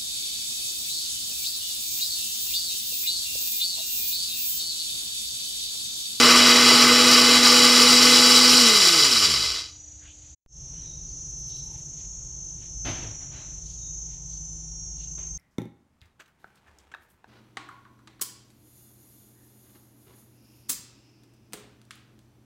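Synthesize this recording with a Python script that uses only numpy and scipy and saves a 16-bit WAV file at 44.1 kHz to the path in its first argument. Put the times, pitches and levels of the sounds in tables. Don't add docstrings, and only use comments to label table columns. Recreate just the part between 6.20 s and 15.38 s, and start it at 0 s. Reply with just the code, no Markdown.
import sys
import numpy as np
from scipy import signal
from scipy.fft import rfft, irfft, next_fast_len
from scipy.io import wavfile
from scipy.ndimage import uniform_filter1d, map_coordinates

SR = 44100
rng = np.random.default_rng(int(sys.argv[2]) if len(sys.argv) > 2 else 0)


def to_wav(sig):
    pcm = np.clip(np.atleast_2d(sig), -1, 1) * 32767
    pcm = np.round(pcm).astype(np.int16)
    wavfile.write(sys.argv[1], SR, pcm.T)


N = 404705

# multiple of the rotor speed, level in dB at 0 dB housing gain.
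ROTOR_HARMONICS = [(1, -21.8), (2, -30.8), (3, -36.5), (4, -44), (5, -45)]
# multiple of the rotor speed, level in dB.
MAINS_SIDE_TONES = [(1, -48), (3, -37)]
# frequency in Hz, gain in dB.
HOUSING_RADIATION = [(30, -14), (55, -2), (100, -11), (145, -3), (185, -9), (215, -7), (240, 1.5),
                     (255, -4), (290, -5), (345, 1), (400, -4), (450, 4.5), (490, 2), (560, -16),
                     (750, -20), (1200, -5)]
# frequency in Hz, gain in dB.
JAR_SLOPE = [(40.0, -28.5), (100.0, -19.5), (200.0, -15), (330.0, -8), (700.0, -16), (1000.0, -14),
             (1700.0, -12), (2700.0, -5), (4400.0, -3.5), (5400.0, 1), (6500.0, -11.5), (9500.0, -19),
             (13500.0, -26.5), (15500.0, -33.5)]
# centre in Hz, half width in Hz, gain in dB.
JAR_RESONANCES = [(145, 14, 3.5), (469, 41, 7.5), (557.6, 16, -14), (642, 36, 4), (836, 23, 6.5),
                  (1181, 190, 11), (1490, 93, 5.5), (2040, 56, 8), (2964, 100, 3), (3600, 100, -9.5),
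                  (3925, 70, 12), (4115, 33, 2), (4100, 39, -4), (4700, 64, 7.5), (5270, 24, 2),
                  (5390, 61, 1.5), (5780, 34, 4.5), (7137, 260, 9), (7530, 50, 7.5), (7920, 30, -8),
                  (8030, 150, 8.5), (8892, 270, 5.5), (11050, 640, 6.5), (15020, 550, 7.5)]
# multiple of the click rate, relative level in dB.
TYMBAL_LINES = [(16, -39), (17, -26.5), (18, -7), (19, -6.5), (20, 0), (21, -7.5), (22, -12), (23, -22),
                (24, -22), (25, -34.5), (26, -31), (27, -38), (28, -38.5), (34, -44.5)]
# frequency in Hz, relative level in dB.
RASP_SPECTRUM = [(4500, -52), (5400, -27), (5900, 8), (6700, -5), (7200, -14), (8300, -30), (10700, -39.5),
                 (12000, -55.5)]
# time in seconds, level in dB.
NEAR_CICADA_LEVEL = [(4.45, -38.5), (5.72, -36.5), (6.42, -40), (6.47, -37), (7.03, -35), (7.16, -41.5),
                     (7.84, -34), (8.0, -41), (8.12, -35.5), (8.31, -37.5), (8.5, -37)]
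# frequency in Hz, level in dB.
EARLY_HUM = [(70, -56.5), (119, -65.5), (301.5, -63), (903, -78)]
# frequency in Hz, level in dB before the swell, level in dB after it.
LATE_HUM = [(134.6, -63, -68), (161, -56.5, -49.5), (737.5, -79, -73.5), (899.0, -77, -75),
            (958.2, -83, -78)]
# time in seconds, level in dB.
DRONE_LEVEL = [(4.45, -43), (5.7, -56.5), (5.87, -42), (6.26, -50), (6.63, -40.5), (7.18, -53), (7.51, -43),
               (9.05, -40.5)]
# frequency in Hz, relative level in dB.
EARLY_AIR = [(15, -26.5), (40, -7.5), (75, 1.5), (125, -11.5), (170, -20), (260, -25), (420, -27),
             (700, -27), (1100, -36.5), (2000, -34), (3500, -30.5), (5500, -28.5), (9000, -49.5),
             (15000, -62.5)]
LATE_AIR = [(15, -22), (38, -6), (59, -4.5), (92, -11), (150, -7.5), (210, -28.5), (300, -24), (456, -31.5),
            (800, -37.5), (1300, -43), (2100, -48), (3300, -41.5), (5000, -43.5), (15000, -65)]
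# centre time in seconds, half length in seconds, centre in Hz,
# half width in octaves, level in dB.
HANDLING_RUSTLES = [(3.85, .03, 1700, 0.38, -59.5), (3.89, 0.041, 2940, 0.28, -55.5),
                    (4.042, 0.037, 2980, .7, -64), (4.604, 0.058, 2460, 0.86, -62.5),
                    (5.352, 0.065, 4150, 0.45, -55), (5.519, .04, 870, 0.16, -58.5),
                    (5.557, .06, 3000, 0.65, -63), (5.805, 0.043, 3180, .8, -59.5),
                    (6.445, 0.04, 2800, 0.77, -58.5), (7.52, 0.076, 4630, 0.58, -56.5),
                    (7.937, .035, 2920, 0.64, -62), (8.14, .04, 4200, .35, -61.5),
                    (8.82, 0.0366, 3600, .55, -57.5)]
# start in seconds, length in seconds, start in Hz, end in Hz, level in dB.
BIRD_CALLS = [(4.535, .1, 2730, 3370, -62), (4.596, 0.13, 3970, 3730, -52.5),
              (4.869, 0.061, 4480, 4630, -58), (5.274, 0.13, 3720, 4080, -54),
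              (5.755, 0.057, 3520, 3400, -60), (7.138, 0.11, 4000, 4000, -55),
              (7.47, 0.065, 5000, 4120, -58), (7.563, 0.141, 3850, 3663, -56.5),
              (8.09, 0.097, 4180, 4700, -61), (8.78, 0.075, 4500, 3870, -63), (8.792, .06, 2880, 2690, -58)]
# start in seconds, clatter in dB, thud in dB, rise time constant in seconds,
# 60 dB decay time in seconds.
HOUSE_BUMPS = [(6.645, -29, -28, 0.015, 0.68), (6.819, -49, -32, 0.0059, 0.4),
               (7.0, -56, -56.5, 0.012, 0.94), (7.11, -41.5, -44, 0.055, .65),
               (8.976, -47.5, -71, 0.003, 0.44)]
# frequency in Hz, relative level in dB.
CLATTER_SPECTRUM = [(150, -39), (250, -3), (395, -4), (460, -34), (571, -7.5), (900, -12.5), (1660, -12.5),
                    (2940, -11.5), (5200, -21.5), (6760, -46), (11400, -120)]
THUD_SPECTRUM = [(20, -6), (50, -7), (110, 3.5), (200, -15), (400, -18), (900, -24)]

OFF_S, MAINS_HZ = 2.395, 50
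RUN_HZ, EASE_HZ, BRAKE_HZ_PER_S = 244, 4.7, 238
ROCKING_HZ, ROCKING_WIDTH_HZ, ROCKING_DB = 80, 31, -42
KNOCK_DB, KNOCK_FALL_DB_PER_S = -15.5, 2.35
HISS_DB, HISS_RISE_DB_PER_S = -14.1, .45
KNOCK_DB_PER_DECADE, HISS_DB_PER_DECADE, SETTLE_S = 14.5, 13, .33
CLUMP_S, CLUMP_LENGTH_S, CLUMP_DB = 3, .015, 2.98
# clicks per second at 0 s, gain in that rate per second
FAR_CLICKS, NEAR_CLICKS = (326, 1.15), (300.9, 1.46)
FAR_CICADA_DB, FAR_CICADA_AFTER_DB = -47, -48.5
DRONE_HZ, SWELL_S, SWELL_RISE_S = 53.5, 7.62, 0.33
AIR_BEFORE_DB, AIR_AFTER_DB, AIR_FALL_DB_PER_S = -51, -42.5, 0.76
SLIDE_S, SLIDE_GAP_S, SLIDE_SHRINK = 5.1, 0.1, .92
SLIDE_PEAK_S, SLIDE_DB, SLIDE_FALL_DB_PER_S = 5.33, -59.5, 30
CUT_S, RESUME_S, FADE_IN_S = 4.15, 4.262, 0.12
GAIN_DB, TOP_HZ = -2, 15700


def amp(db):
    return 10 ** (np.asarray(db) / 20)


def unit(x):
    return x / np.sqrt(np.mean(x ** 2) + 1e-20)


def clock():
    return np.arange(N) / SR


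def level_curve(rows):
    s, db = np.transpose(rows)
    return np.interp(clock(), s, db)


def wobble(rate):
    knots = rng.standard_normal(int(N * rate / SR) + 4)
    coarse = np.linspace(0, N / SR, 8192)
    return np.interp(clock(), coarse, map_coordinates(knots, [coarse * rate]))


def angle_of(hz):
    return 2 * np.pi * np.cumsum(hz) / SR


def filtered(x, response):
    m = next_fast_len(N + SR // 2)
    return irfft(rfft(x, m) * response(np.fft.rfftfreq(m, 1 / SR)), m)[..., :N]


def noise(points):
    f, db = np.transpose(points)

    def colour(hz):
        return amp(np.interp(np.log(hz + 1), np.log(f), db, left=-120, right=-120))
    return unit(filtered(rng.standard_normal(N), colour))


def room(x, t60, wet_db):
    t = np.arange(SR // 2) / SR
    tail = rng.standard_normal(len(t)) * amp(-60 * t / t60)
    return x + amp(wet_db) * signal.fftconvolve(x, tail / np.linalg.norm(tail))[:N]


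def rotor_speed():
    t = clock()
    driven = RUN_HZ + EASE_HZ * np.minimum(t / OFF_S, 1) ** 2
    return np.maximum(driven - BRAKE_HZ_PER_S * np.maximum(t - OFF_S, 0), 0)


def torque_ripple():
    return np.sin(2 * np.pi * 2 * MAINS_HZ * clock()) * (clock() < OFF_S)


def motor(speed, turn, unbalance_power=3.6):
    f, radiated_db = np.transpose(HOUSING_RADIATION)
    pace = speed / speed.max()
    shake = np.zeros(N)
    for order, db in ROTOR_HARMONICS:
        unrest = min(order - .6, 2) * pace
        housing_db = np.interp(order * speed, f, radiated_db)
        size = amp(db + housing_db + 1.25 * unrest * wobble(25))
        force = pace ** unbalance_power if order == 1 else np.sqrt(np.clip(pace - .03, 0, 1))
        shake += force * size * np.sin(order * turn + .17 * unrest * wobble(30))
    ripple = 2 * np.pi * 2 * MAINS_HZ * clock()
    buzz = np.zeros(N)
    for order, db in MAINS_SIDE_TONES:
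        buzz += amp(db + 2.2 * wobble(18)) * np.sin(order * turn + ripple)
    resonance = np.exp(-((speed - ROCKING_HZ) / ROCKING_WIDTH_HZ) ** 2)
    rocking = amp(ROCKING_DB) * resonance * np.sin(turn)
    return np.sqrt(2) * (shake * (1 + 0.16 * torque_ripple()) + buzz * (clock() < OFF_S) + rocking)


def jar(hz):
    f, slope_db = np.transpose(JAR_SLOPE)
    modes_db = sum(db * np.exp(-((hz - centre) / width) ** 2) for centre, width, db in JAR_RESONANCES)
    return amp(np.interp(np.log(hz + 1), np.log(f), slope_db, left=-30) + modes_db)


def settled(gain):
    keep = amp(-120 / (SETTLE_S * SR))
    return np.sqrt(signal.lfilter([1 - keep], [1, -keep], gain ** 2, zi=[keep])[0])


def milling_levels(pace):
    t = clock()
    decades = np.log10(pace + 1e-9)
    clump_db = CLUMP_DB * np.exp(-((t - CLUMP_S) / CLUMP_LENGTH_S) ** 2)
    clump_db += .35 * wobble(12)
    knock = settled(amp(KNOCK_DB_PER_DECADE * decades)) * amp(KNOCK_DB - KNOCK_FALL_DB_PER_S * t)
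    hiss = settled(amp(HISS_DB_PER_DECADE * decades)) * amp(HISS_DB + HISS_RISE_DB_PER_S * t + clump_db)
    return knock, hiss


def below(x, edge_hz):
    return filtered(x, lambda hz: 1 / (1 + (hz / edge_hz) ** 6))


def grains(speed, turn, split_hz=2900, shine_hz=6800):
    pace = speed / speed.max()
    density = 14000 * (.4 + pace) / SR
    hits = (rng.random(N) < density) * rng.standard_normal(N) / np.sqrt(density)
    hits *= amp(0.95 * wobble(45) + 0.12 * wobble(7.6))
    hits *= 1 + 0.085 * torque_ripple() + 0.29 * pace * np.sin(2 * turn)
    ring = room(filtered(hits, jar), t60=0.19, wet_db=-7.5)
    knock = below(ring, split_hz)
    hiss = unit(ring - knock)
    shine = hiss - below(hiss, shine_hz)
    hiss = hiss - shine * (1 - np.clip(1.5 * pace, .02, 1) ** 0.38)
    knock_gain, hiss_gain = milling_levels(pace)
    return unit(knock) * knock_gain + hiss * hiss_gain


def grinder():
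    speed = rotor_speed()
    turn = angle_of(speed * (1 + 0.0019 * wobble(7.6)))
    return motor(speed, turn) + grains(speed, turn)


def cicada(clicks, spread, unrest, rasp_db, widening=0.11, fading_db=2.8, flutter_hz=25.5):
    rate, quickening = clicks
    click = angle_of(rate + quickening * clock())
    orders, dbs = np.transpose(TYMBAL_LINES)
    t = np.linspace(0, N / SR, 8192)
    side = np.arange(-4, 5)[:, None]

    def drift():
        return np.array([map_coordinates(rng.standard_normal(64), [3 * t]) for _ in side])

    song = np.zeros(N)
    for k in range(16, 35):
        width = spread * (1 + widening * min(abs(k - 20), 3))
        phase = rng.uniform(0, 2 * np.pi, side.shape) + drift()
        path = np.exp(unrest * drift() + 1j * phase)
        side_lines = np.exp(-(side / width) ** 2 / 2 + 2j * np.pi * side * flutter_hz * t)
        cluster = (path * side_lines).sum(0)
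        cluster /= np.sqrt(np.abs(uniform_filter1d(np.abs(cluster) ** 2, size=500)))
        cluster *= amp(fading_db * drift()[0])
        line = np.interp(clock(), t, cluster) * np.exp(1j * k * click)
        song += amp(np.interp(k, orders, dbs)) * line.real
    return unit(song) + amp(rasp_db) * noise(RASP_SPECTRUM)


def cicadas():
    resumed = clock() > RESUME_S
    far_gain = amp(np.where(resumed, FAR_CICADA_AFTER_DB, FAR_CICADA_DB))
    near_gain = resumed * amp(level_curve(NEAR_CICADA_LEVEL))
    far = far_gain * cicada(FAR_CLICKS, spread=1.3, unrest=.5, rasp_db=-6)
    near = near_gain * cicada(NEAR_CLICKS, spread=1.45, unrest=0.65, rasp_db=-20)
    return far + near


def hum_tone(hz, db):
    phase = 2 * np.pi * hz * clock() + .35 * wobble(4.7)
    return np.sqrt(2) * amp(db + .9 * wobble(2.5)) * np.sin(phase)


def kitchen():
    t = clock()
    before = sum(hum_tone(hz, db) for hz, db in EARLY_HUM) + amp(AIR_BEFORE_DB) * noise(EARLY_AIR)
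    swell = np.clip((t - SWELL_S) / SWELL_RISE_S, 0, 1)
    hum = hum_tone(DRONE_HZ, level_curve(DRONE_LEVEL))
    hum += sum(hum_tone(hz, db + swell * (later_db - db)) for hz, db, later_db in LATE_HUM)
    air = amp(AIR_AFTER_DB - AIR_FALL_DB_PER_S * (t - RESUME_S)) * noise(LATE_AIR)
    return np.where(t < RESUME_S, before, hum + air)


def rustles():
    total, t = np.zeros(N + SR), np.arange(SR // 2) / SR
    hz = np.fft.rfftfreq(len(t), 1 / SR) + 1
    middle = t.mean()
    for s, length, centre_hz, octaves, db in HANDLING_RUSTLES:
        band_gain = np.exp(-(np.log2(hz / centre_hz) / octaves) ** 2 / 2)
        band = unit(irfft(rfft(rng.standard_normal(len(t))) * band_gain))
        swell = np.exp(-((t - middle) / length) ** 2 / 2)
        total[round((s - middle) * SR):][:len(t)] += amp(db) * band * swell
    return total[:N] * amp(1.9 * wobble(90))


def birds():
    calls = np.zeros(N)
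    for s, length, start_hz, end_hz, db in BIRD_CALLS:
        progress = np.clip((clock() - s) / length, 0, 1)
        pitch = start_hz + (end_hz - start_hz) * progress
        calls += amp(db) * np.sin(np.pi * progress) * np.sin(angle_of(pitch))
    return room(calls * (.5 + 0.73 * wobble(450)), t60=0.61, wet_db=2.0)


def powder(count=8):
    gaps = SLIDE_GAP_S * SLIDE_SHRINK ** np.arange(count - 1)
    times = SLIDE_S + np.cumsum(np.r_[0, gaps])
    levels_db = SLIDE_DB - SLIDE_FALL_DB_PER_S * np.abs(times - SLIDE_PEAK_S)
    swell = sum(amp(db) * np.exp(-((clock() - s) / 0.026) ** 2) for s, db in zip(times, levels_db))
    return swell * noise([(5000, -7.5), (9000, 5), (12000, 2), (14000, -12.5), (15500, -20)])


def bumps():
    clatter, thud = np.zeros(N), np.zeros(N)
    for s, clatter_db, thud_db, rise, t60 in HOUSE_BUMPS:
        t = np.maximum(clock() - s, 0)
        shape = (1 - np.exp(-t / rise)) * amp(-60 * t / t60)
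        clatter += amp(clatter_db) * shape
        thud += amp(thud_db) * shape
    edge = amp(-16.5) * noise([(4000, -20.5), (5200, 10), (8000, -2), (12000, -10), (15500, -28)])
    rough_clatter = clatter * amp(0.81 * wobble(70)) * (noise(CLATTER_SPECTRUM) + edge)
    return rough_clatter + thud * noise(THUD_SPECTRUM)


def scene():
    mono = grinder() + cicadas() + kitchen() + rustles() + birds() + powder() + bumps()
    return np.array([mono, mono])


def record(dry, tick_db=-48, fade_out_s=.012, silence_db=-50):
    rounded = dry / (1 + np.abs(dry / .78) ** 6) ** (1 / 6)
    since = np.maximum(clock() - RESUME_S, 0)
    fade_out = np.clip((CUT_S - clock()) / fade_out_s, 0, 1)
    fade_in = 1 - np.exp(-(since / FADE_IN_S) ** 2)
    fader = np.maximum(fade_out + fade_in, amp(silence_db))
    tick = amp(tick_db) * (since > 0) * np.exp(-since / 0.008)
    return filtered(rounded * amp(GAIN_DB) * fader + tick, lambda hz: hz < TOP_HZ)


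dry = scene()
out = record(dry)
to_wav(out)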